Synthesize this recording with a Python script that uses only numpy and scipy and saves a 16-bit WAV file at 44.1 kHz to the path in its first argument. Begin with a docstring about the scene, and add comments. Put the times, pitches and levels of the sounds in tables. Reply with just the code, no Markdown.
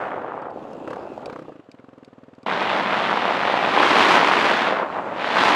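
"""A single-cylinder four-stroke dirt bike slows down, revs twice and settles to a thumping idle.
Each firing rings the exhaust pipe and lets out a rasp of gas. Around it the valves tick, the chain
scrapes, the tyres drum, the suspension knocks and loose metal clicks. Then, abruptly, the bike is
at speed: eddies (swirls of air) pop and roar on the microphone, and only wind and a whirr are heard."""
import sys
import numpy as np
from scipy import signal
from scipy.fft import rfft, irfft, next_fast_len
from scipy.io import wavfile
from scipy.ndimage import uniform_filter1d, minimum_filter1d, map_coordinates

SR = 44100
rng = np.random.default_rng(int(sys.argv[2]) if len(sys.argv) > 2 else 0)


def to_wav(sig):
    """Store sig (one row per channel, or 1-D mono) as 16-bit WAV at the path in sys.argv[1].

    Samples outside -1..1 are clipped; the rate is SR.
    """
    pcm = np.clip(np.atleast_2d(sig), -1, 1) * 32767
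    pcm = np.round(pcm).astype(np.int16)
    wavfile.write(sys.argv[1], SR, pcm.T)  # frames by channels


N = 244755

# How strong the slow and the fast wind blow. Each row: time in seconds, strength in dB.
SLOW_GUSTS = [(0, -31.5), (.2, -35), (.46, -37), (.54, -43), (.68, -44.5), (.83, -48), (1.0, -40),
              (1.14, -49), (1.26, -41.5)]
FAST_GUSTS = [(2.47, -26.5), (2.54, -23), (2.57, -25), (2.62, -22), (2.66, -23), (2.79, -22), (2.84, -24.5),
              (2.95, -21.5), (3.05, -22), (3.15, -23), (3.4, -22.5), (3.7, -21), (3.85, -16), (3.95, -16),
              (3.99, -14.5), (4.16, -14.5), (4.21, -17.5), (4.5, -18.5), (4.72, -21.5), (4.78, -22.5),
              (4.83, -20), (4.88, -31), (4.93, -30.5), (4.985, -24.5), (5.025, -31), (5.07, -27),
              (5.15, -31.5), (5.21, -26.5), (5.3, -25.5), (5.39, -18.5), (5.47, -15.5)]
# The tone of each wind. Each row: frequency in Hz, relative level in dB.
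SLOW_WIND_TONE = [(25, -34), (60, -29), (120, -15.5), (300, -8.5), (500, 2), (800, 1.5), (1400, -7),
                  (2200, -25.5), (3200, -37), (5000, -55.5), (8000, -62.5), (15000, -84)]
FAST_WIND_TONE = [(25, -42), (60, -31), (120, -17.5), (190, -7), (300, -2.5), (430, 0), (600, 3), (950, 2),
                  (1500, -3.5), (2500, -10.5), (3600, -16), (5000, -26.5), (7000, -37), (10000, -47.5),
                  (15000, -61)]
# Big, middling and small eddies. Each row: level in dB in the usual wind, dB gained per dB of gust.
SLOW_EDDY_LEVELS = [(-39.5, 0.43), (-41.5, 1), (-56.5, 2.5)]
FAST_EDDY_LEVELS = [(-32.5, 0.74), (-27.5, 1), (-31.5, 0.99)]
# The wind's hiss sinks in a bend and swells after it. Each row: time in seconds, change in dB.
HISS_CHANGES = [(4.2, 0.5), (4.45, 1.1), (4.69, 0.5), (4.78, -6.5), (4.85, -19), (4.93, -8), (5, -17),
                (5.11, -16), (5.17, -2), (5.27, 4), (5.5, 0)]
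# A dip in the tone between rumble and roar. Each row: gust in dB, centre in Hz, depth in dB.
TONE_DIPS = [(2, 417, 4.5), (6, 566, 4.5)]
# The largest eddies hitting the microphone. Each row: time in seconds, relative level in dB, pitch in Hz.
WIND_POPS = [(.0145, -14, 990), (0.059, -22, 1100), (.118, -15, 1510), (.134, -14, 920), (.2464, -13, 780),
             (0.321, -14, 1077), (0.342, -15, 840), (.378, -14, 900), (.486, -17, 800), (0.5617, -17, 440),
             (0.5748, -16.5, 586), (0.97, -15, 680), (.9932, -19, 530), (1.055, -19, 600),
             (1.076, -18, 615), (1.12, -16, 420), (1.1789, -15.5, 620), (2.4649, -6.5, 774),
             (2.4857, -9, 820), (2.5145, -3, 1230), (2.7019, -4, 1280), (2.73, -5, 1110),
             (2.9344, -6, 1030), (3.0964, -4, 1120), (3.1292, -1, 1120), (3.1746, -4.5, 940),
             (3.2545, -5, 1040), (3.277, -11, 1000), (3.2899, -8, 1070), (3.3099, -2.5, 730),
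             (3.4357, -5, 1260), (3.479, -6, 1000), (3.4994, -3.5, 714), (3.5417, -0.5, 770),
             (3.6448, -3, 710), (3.777, 4, 780), (3.8043, 0, 860), (3.8323, 0.5, 1230),
             (3.8744, -2.5, 1310), (3.984, -4, 845), (4.1081, 1, 970), (4.173, 1, 1080), (4.1823, 1, 1340),
             (4.2909, -0.5, 890), (4.3142, 5, 1160), (4.337, -0.5, 1310), (4.7259, -3.5, 726),
             (4.741, -10.5, 1110), (4.902, -12.5, 950), (4.9684, -10, 780), (5.1274, -11.5, 704),
             (5.245, -3.5, 1330), (5.37, -4, 1020), (5.436, -9, 1000), (5.475, -5.5, 1300)]
# The tones of the other noises. Each row: frequency in Hz, relative level in dB.
WHIRR_TONE = [(30, -33), (120, -5), (300, -5.5), (520, 2.5), (900, -5.5), (1250, -8.5), (2100, -18.5),
              (2900, -20.5), (4200, -27), (5800, -35.5), (7300, -34.5), (9000, -44.5), (15000, -58)]
TYRE_TONE = [(25, -33), (60, -19), (120, -19), (200, -6), (300, -4.5), (600, -19), (2000, -61)]
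GAS_TONE = [(60, -35), (180, -15), (330, 12.5), (500, 14.5), (800, 8), (1200, 15.5), (1700, 3), (2200, -3),
            (3200, -13.5), (5000, -17), (8000, -26), (15000, -44)]
WAVER_TONE = [(10, 0), (60, -10), (300, -80)]
CRACK_TONE = [(1200, -39), (2300, 2), (8000, -10), (14000, -40)]
VALVE_TONE = [(900, -26), (1400, 6), (2900, 3), (4200, -13), (7000, -24), (13000, -33)]
# Chain links ringing on the sprockets. Each row: pitch in Hz, width in Hz, relative level in dB.
CHAIN_RINGS = [(2640, 360, 22), (3200, 480, 10), (4170, 660, -13), (6100, 210, -7), (7100, 190, -8),
               (7700, 240, -22)]
# Suspension knocks as the bike pulls up. Each row: start in seconds, level in dB.
KNOCK_HITS = [(1.263, -24), (1.278, -18.5), (1.305, -31), (1.482, -28), (1.495, -24.5)]
# Clicks of loose metal. Each row: start in seconds, level in dB, pitch as a multiple of the usual one.
CLICK_HITS = [(.419, -58, 1), (.505, -58, 1), (0.732, -51, 1.15), (1.1784, -54, 1), (1.2583, -36, 1),
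              (1.2992, -42, .5), (1.326, -50, .9), (1.7157, -47.5, 1), (1.787, -51, .45), (2.047, -49.5, 1),
              (2.3506, -61, 1), (2.4304, -52.5, 1)]
# How plastic and metal ring. Each row: pitch in Hz, level in dB, seconds to fade by 60 dB (called t60).
PLASTIC_RINGS = [(484, -2, 0.032), (585, -3.5, 0.027), (750, -10, 0.027), (1130, -14, .02)]
METAL_RINGS = [(2400, 5, 0.013), (3280, -14, 0.012), (3800, -1.5, 0.015), (4620, 5, 0.015),
               (5320, -4, 0.018), (6250, -15, .012), (7400, -20, .012), (7900, -8, 0.011)]
# How the exhaust pipe rings. Each row: multiple of its main pitch, level in dB, t60 in seconds.
PIPE_RINGS = [(.49, -14.5, 0.047), (.99, 3, 0.021), (1.62, -8.5, 0.029), (1.95, -30, 0.018)]
# Engine speed, with one firing every second turn. Each row: time in seconds, firings per second.
FIRING_RATES = [(0, 31.21), (.12, 26.8), (.35, 29.72), (.6, 21.89), (.88, 33.3), (.915, 40), (.98, 29),
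                (1.1, 25.25), (1.24, 24.73), (1.33, 33.5), (1.45, 31.02), (1.58, 25.88), (1.66, 19.37),
                (1.75, 18.23), (1.85, 22.94), (1.95, 21.1), (2.13, 18.96), (2.3, 20.43), (2.46, 19.12)]
# Twists of the throttle. Each row: start in seconds, length in seconds, opening from 0 to 1.
THROTTLE_TWISTS = [(.05, 0.15, 0.07), (.85, 0.087, 0.6), (1.275, 0.11, 0.45)]

FAST_START_S, SWITCH_S = 2.461, .002  # when and how quickly the fast ride takes over


def amp(db):
    """Turn decibels into a gain to multiply by."""
    return 10 ** (np.asarray(db) / 20)


def unit(x):
    """Scale a signal to an average (rms) level of 1."""
    return x / np.sqrt(np.mean(x ** 2) + 1e-20)


def clock():
    """The time of each sample in seconds."""
    return np.arange(N) / SR


def curve(rows):
    """Join (time, value) points with straight lines."""
    return np.interp(clock(), *np.transpose(rows))


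def swell(start, end, rise_s, fall_s):
    """A shape between 0 and 1 that rises from start and falls from end."""
    t = clock()
    return np.clip(np.minimum((t - start) / rise_s, 1 - (t - end) / fall_s), 0, 1)


def filtered(x, response):
    """Multiply each frequency in x by response(hz)."""
    size = next_fast_len(N + SR // 2)
    return irfft(rfft(x, size) * response(np.fft.rfftfreq(size, 1 / SR)), size)[:N]


def coloured(x, tone):
    """Shape x with a tone table, at level 1."""
    f, db = np.transpose(tone)
    return unit(filtered(x, lambda hz: amp(np.interp(np.log(hz + 1), np.log(f + 1), db))))


def noise(tone):
    """Steady noise with the given tone."""
    return coloured(rng.standard_normal(N), tone)


def add(track, s, sound):
    """Mix a short sound into the track at s seconds."""
    room = track[max(round(s * SR), 0):][:len(sound)]
    room += sound[:len(room)]


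def struck(rings, t, pitch=1):
    """A struck part rings with a few fading sine waves."""
    return sum(amp(db - 60 * t / t60) * np.sin(2 * np.pi * (pitch * hz * t + rng.random()))
               for hz, db, t60 in rings)


def patchy(x, depth_db, rate_hz=14, bands=9, low_hz=250, high_hz=5000):
    """Make the tone wander: each frequency band swells and sinks on its own."""
    hz, t, spectrum = signal.stft(x, SR, nperseg=512)
    band = np.interp(np.log(hz + 1), np.log([low_hz, high_hz]), [0, bands - 1])
    knots = rng.standard_normal((400, bands))
    wander = map_coordinates(knots, np.meshgrid(t * rate_hz, band), mode="mirror")
    return unit(signal.istft(spectrum * amp(depth_db * wander), nperseg=512)[1][:N])


def turbulence(per_second, spread_db, kick_share, large_hz, flutter_db=1.54, flutter_hz=130):
    """Large eddies give low kicks of pressure; small ones merge into a fluttering rush."""
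    chance, size = rng.random(N), 2 * rng.random(N) - 1
    rush = rng.standard_normal(N)
    kicks = unit((chance < per_second / SR) * np.sign(size) * amp(spread_db * size ** 2))
    flutter = filtered(rng.standard_normal(N), lambda hz: np.sqrt(hz) * np.exp(-(hz / flutter_hz) ** 2))
    share = lambda hz: kick_share / (1 + (hz / large_hz) ** 2)
    kicks = filtered(kicks, lambda hz: np.sqrt(share(hz)))
    rush = filtered(rush, lambda hz: np.sqrt(1 - share(hz)))
    return (kicks + rush) * amp(flutter_db * unit(flutter))


def eddy_levels(gust_db, sizes):
    """The level in dB of each size of eddy; each grows with the gust at its own rate."""
    return [db + growth * gust_db for db, growth in sizes]


def airflow(pressure, levels, low_hz=550, high_hz=1900):
    """Set the levels of big, middling and small eddies: the low, middle and high bands."""
    below = lambda hz, edge: 1 / (1 + (hz / edge) ** 4)
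    bands = [lambda hz: below(hz, low_hz),
             lambda hz: below(hz, high_hz) - below(hz, low_hz),
             lambda hz: 1 - below(hz, high_hz)]
    return sum(amp(db) * unit(filtered(pressure, band)) for db, band in zip(levels, bands))


def dipped(x, gust_db, octaves=0.4):
    """Fade from a lower dip in the tone to a higher one as the air quickens."""
    low, high = [filtered(x, lambda hz: amp(-db * np.exp(-(np.log2((hz + 1) / centre) / octaves) ** 2)))
                 for _, centre, db in TONE_DIPS]
    return low + (high - low) * np.interp(gust_db, [row[0] for row in TONE_DIPS], [0, 1])


def slow_wind(usual_db=-40, stop_s=1.238, fade_db_per_s=82):
    """Air flutters dully on the microphone and dies away as the bike stops."""
    eddies = turbulence(per_second=1100, spread_db=5, kick_share=0.9, large_hz=2000)
    pressure = patchy(coloured(eddies, SLOW_WIND_TONE), depth_db=1)
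    levels = eddy_levels(curve(SLOW_GUSTS) - usual_db, SLOW_EDDY_LEVELS)
    return amp(-fade_db_per_s * np.maximum(clock() - stop_s, 0)) * airflow(pressure, levels)


def wind_drone(gust_db, base_hz=200, rise_above_db=3, hz_per_db=22, waver_hz=13):
    """A low, wavering note that rises in strong gusts."""
    hz = base_hz + hz_per_db * np.maximum(gust_db - rise_above_db, 0) + waver_hz * noise(WAVER_TONE)
    return np.sin(2 * np.pi * np.cumsum(hz) / SR)


def fast_wind(usual_db=-24, throb=0.25, drone_db=-39, shelter_db=13, fizz_hz=4500):
    """Eddies make a hard, crackling roar that throbs with a low drone."""
    gust_db = curve(FAST_GUSTS) - usual_db
    rumble_db, roar_db, hiss_db = eddy_levels(gust_db, FAST_EDDY_LEVELS)
    hiss_db += curve(HISS_CHANGES)
    drone = wind_drone(gust_db)
    eddies = turbulence(per_second=1200, spread_db=3, kick_share=0.8, large_hz=1900)
    pressure = dipped(coloured(eddies * (1 + throb * drone), FAST_WIND_TONE), gust_db)
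    roar = airflow(patchy(pressure, depth_db=0.5), [rumble_db, roar_db, hiss_db])
    fizz = filtered(roar, lambda hz: 1 - 1 / (1 + (hz / fizz_hz) ** 6))
    fizz_db = 0.88 * np.maximum(hiss_db + 24, -6)  # the finest eddies grow fastest in gusts
    shelter = swell(4.72, 5.14, rise_s=.11, fall_s=.4)  # a bend shelters the microphone
    return roar + fizz * (amp(fizz_db) - 1) + amp(drone_db - shelter_db * shelter) * drone


def wind_pops(trim_db=-2.5, swing_cycles=0.57, low_cut_hz=200):
    """Each of the largest eddies is one quick swing of pressure."""
    pops, t = np.zeros(N), np.arange(-SR // 200, SR // 200) / SR
    for s, db, hz in WIND_POPS:
        cycles = t * hz
        swing = np.exp(-(cycles / swing_cycles) ** 2) * np.cos(2 * np.pi * (cycles + rng.random()))
        add(pops, s + t[0], amp(db + trim_db) * swing)
    return filtered(pops, lambda hz: hz ** 2 / (hz ** 2 + low_cut_hz ** 2))


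def rolling():
    """Fade the sounds of slow rolling in and out, between 0 and 1."""
    return swell(0.48, 1.28, rise_s=0.1, fall_s=0.37)


def whirr(idle_db=-56, rolling_db=-48, fast_db=-39):
    """Chain, gears and valves hiss steadily, louder when the bike moves."""
    slow_db = idle_db + (rolling_db - idle_db) * rolling()
    return amp(np.where(clock() < FAST_START_S, slow_db, fast_db)) * noise(WHIRR_TONE)


def tyres(level_db=-44.5):
    """The rolling tyres drum low on the ground."""
    return amp(level_db) * rolling() * noise(TYRE_TONE)


def chain(level_db=-62, slack_db=6, per_second=600, spread_db=4, top_hz=9000):
    """Many tiny taps of links on sprockets merge into a gritty scrape."""
    chance, size = rng.random(N), rng.standard_normal(N)
    taps = (chance < per_second / SR) * np.sign(size) * amp(spread_db * abs(size))
    links = lambda f: sum(amp(db) * 1j * f * width / (hz ** 2 - f ** 2 + 1j * f * width)
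                          for hz, width, db in CHAIN_RINGS)
    ringing = filtered(taps, lambda hz: links(hz) / (1 + (hz / top_hz) ** 8))
    scrape = patchy(ringing, depth_db=3, rate_hz=9.05, bands=12, low_hz=2020, high_hz=top_hz)
    slack = swell(0.83, 0.74, rise_s=.04, fall_s=0.93)  # it thrashes around the hardest rev
    return amp(level_db + slack_db * slack) * rolling() * scrape


def knocks(rise_s=0.00064):
    """Each knock of the suspension briefly rings the plastic bodywork."""
    track, t = np.zeros(N), np.arange(SR // 12) / SR
    for s, db in KNOCK_HITS:
        add(track, s, amp(db) * struck(PLASTIC_RINGS, t) * (1 - np.exp(-t / rise_s)))
    return track


def clicks(crack_db=-3, crack_t60=0.027, rise_s=0.00039):
    """Loose metal parts touch with a crack and a very short ring."""
    track, t = np.zeros(N), np.arange(SR // 20) / SR
    grit = noise(CRACK_TONE)
    for s, db, pitch in CLICK_HITS:
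        ring = struck(METAL_RINGS, t, pitch) * (1 - np.exp(-t / rise_s))
        crack = amp(crack_db - 60 * t / crack_t60) * map_coordinates(grit, [(s + pitch * t) * SR])
        add(track, s, amp(db) * (ring + crack))
    return track


def firing_samples():
    """The samples at which the engine is due to fire."""
    cycles = np.cumsum(curve(FIRING_RATES)) / SR
    return np.flatnonzero(np.diff(np.floor(cycles)))


def valves(level_db=-58, scatter_db=2, t60=0.025, lag_s=0.0045):
    """The valves tick once in every engine cycle."""
    ticks, t = np.zeros(N), np.arange(SR // 25) / SR
    for i in firing_samples():
        add(ticks, i / SR + lag_s, amp(level_db + scatter_db * rng.standard_normal() - 60 * t / t60))
    return ticks * noise(VALVE_TONE)


def silencer_honk(throttle, t, hz=504, t60=0.031, closed_db=-48, open_gain_db=49):
    """The silencer honks after a firing, far louder with the throttle open."""
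    return amp(closed_db + open_gain_db * throttle - 60 * t / t60) * np.sin(2 * np.pi * hz * t)


def pipe_pitch(speed, throttle, idle_hz=265, heat_lag_s=0.075, open_rise_hz=11):
    """The pipe rings higher as its gas heats up; the heat lags behind the engine speed."""
    keep = np.exp(-1 / (heat_lag_s * SR))
    heat = signal.lfilter([1 - keep], [1, -keep], speed)
    return idle_hz * 2 ** (0.46 * heat) + open_rise_hz * throttle


def pipe_ring(hz, t, detune=0.012, scatter_db=1):
    """The exhaust pipe rings after a firing, never quite the same way twice."""
    ring = np.zeros(len(t))
    for ratio, db, t60 in PIPE_RINGS:
        louder, higher = rng.standard_normal(2)
        wave = np.sin(2 * np.pi * ratio * hz * (1 + detune * higher) * t)
        ring += amp(db + scatter_db * louder - 60 * t / t60) * wave
    return ring


def engine(idle_rate=20, misfire_s=1.64, thump_rise_s=0.00049, lead_s=0.0008, echo_cycles=2.06,
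           echo_db=-11, honk_lag_s=0.00713, gas_lag_s=.0005, gas_rise_s=0.0011, gas_t60=0.039,
           low_cut_hz=90):
    """Each firing thumps the pipe, makes the silencer honk and lets out a rasp of gas."""
    firings = firing_samples()
    firings = firings[abs(firings / SR - misfire_s) > .02]  # skip a firing this near the misfire
    speed = np.log2(curve(FIRING_RATES) / idle_rate)  # in doublings above idle
    throttle = sum(opening * swell(s, s + length, rise_s=0.011, fall_s=0.067)
                   for s, length, opening in THROTTLE_TWISTS)
    thump_db = -32 + 3 * speed + 9.5 * throttle
    gas_db = -45.5 + 7.5 * speed + 26 * throttle
    pipe_hz = pipe_pitch(speed, throttle)
    thumps, puffs, t = np.zeros(N), np.zeros(N), np.arange(SR // 10) / SR
    attack = 1 - np.exp(-t / thump_rise_s)
    puff = amp(-60 * t / gas_t60) * (1 - np.exp(-t / gas_rise_s))
    for i in firings:
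        s = i / SR
        thump = amp(thump_db[i]) * pipe_ring(pipe_hz[i], t) * attack
        add(thumps, s - lead_s, thump)
        add(thumps, s - lead_s + echo_cycles / pipe_hz[i], amp(echo_db) * thump)  # runs the pipe again
        add(thumps, s + honk_lag_s, silencer_honk(throttle[i], t) * attack)
        add(puffs, s + gas_lag_s, amp(gas_db[i]) * puff)
    # the microphone's low cut thins the deep bass of each thump
    low_cut = lambda hz: (1j * hz / (1j * hz + low_cut_hz)) ** 2 * hz / np.hypot(hz, low_cut_hz)
    return filtered(thumps, low_cut) + puffs * noise(GAS_TONE)


def scene():
    """The bike pulls up, then the fast ride takes over; both ears hear the same."""
    fast = np.clip((clock() - FAST_START_S) / SWITCH_S, 0, 1)
    pulling_up = engine() + valves() + clicks() + knocks() + chain() + tyres() + slow_wind()
    mono = (1 - fast) * pulling_up + fast * fast_wind() + whirr() + wind_pops()
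    fade_in = np.minimum(clock() / .004, 1)
    return np.array([mono, mono]) * fade_in


def record(dry, ceiling=.95, top_hz=15250):
    """A limiter turns down the highest peaks, and the very top of the treble is cut off."""
    needed = np.minimum(1, ceiling / (abs(dry) + 1e-9))
    gain = uniform_filter1d(minimum_filter1d(needed, size=SR // 200), size=SR // 250)
    return np.array([filtered(side, lambda hz: hz < top_hz) for side in dry * gain])


dry = scene()
out = record(dry)
to_wav(out)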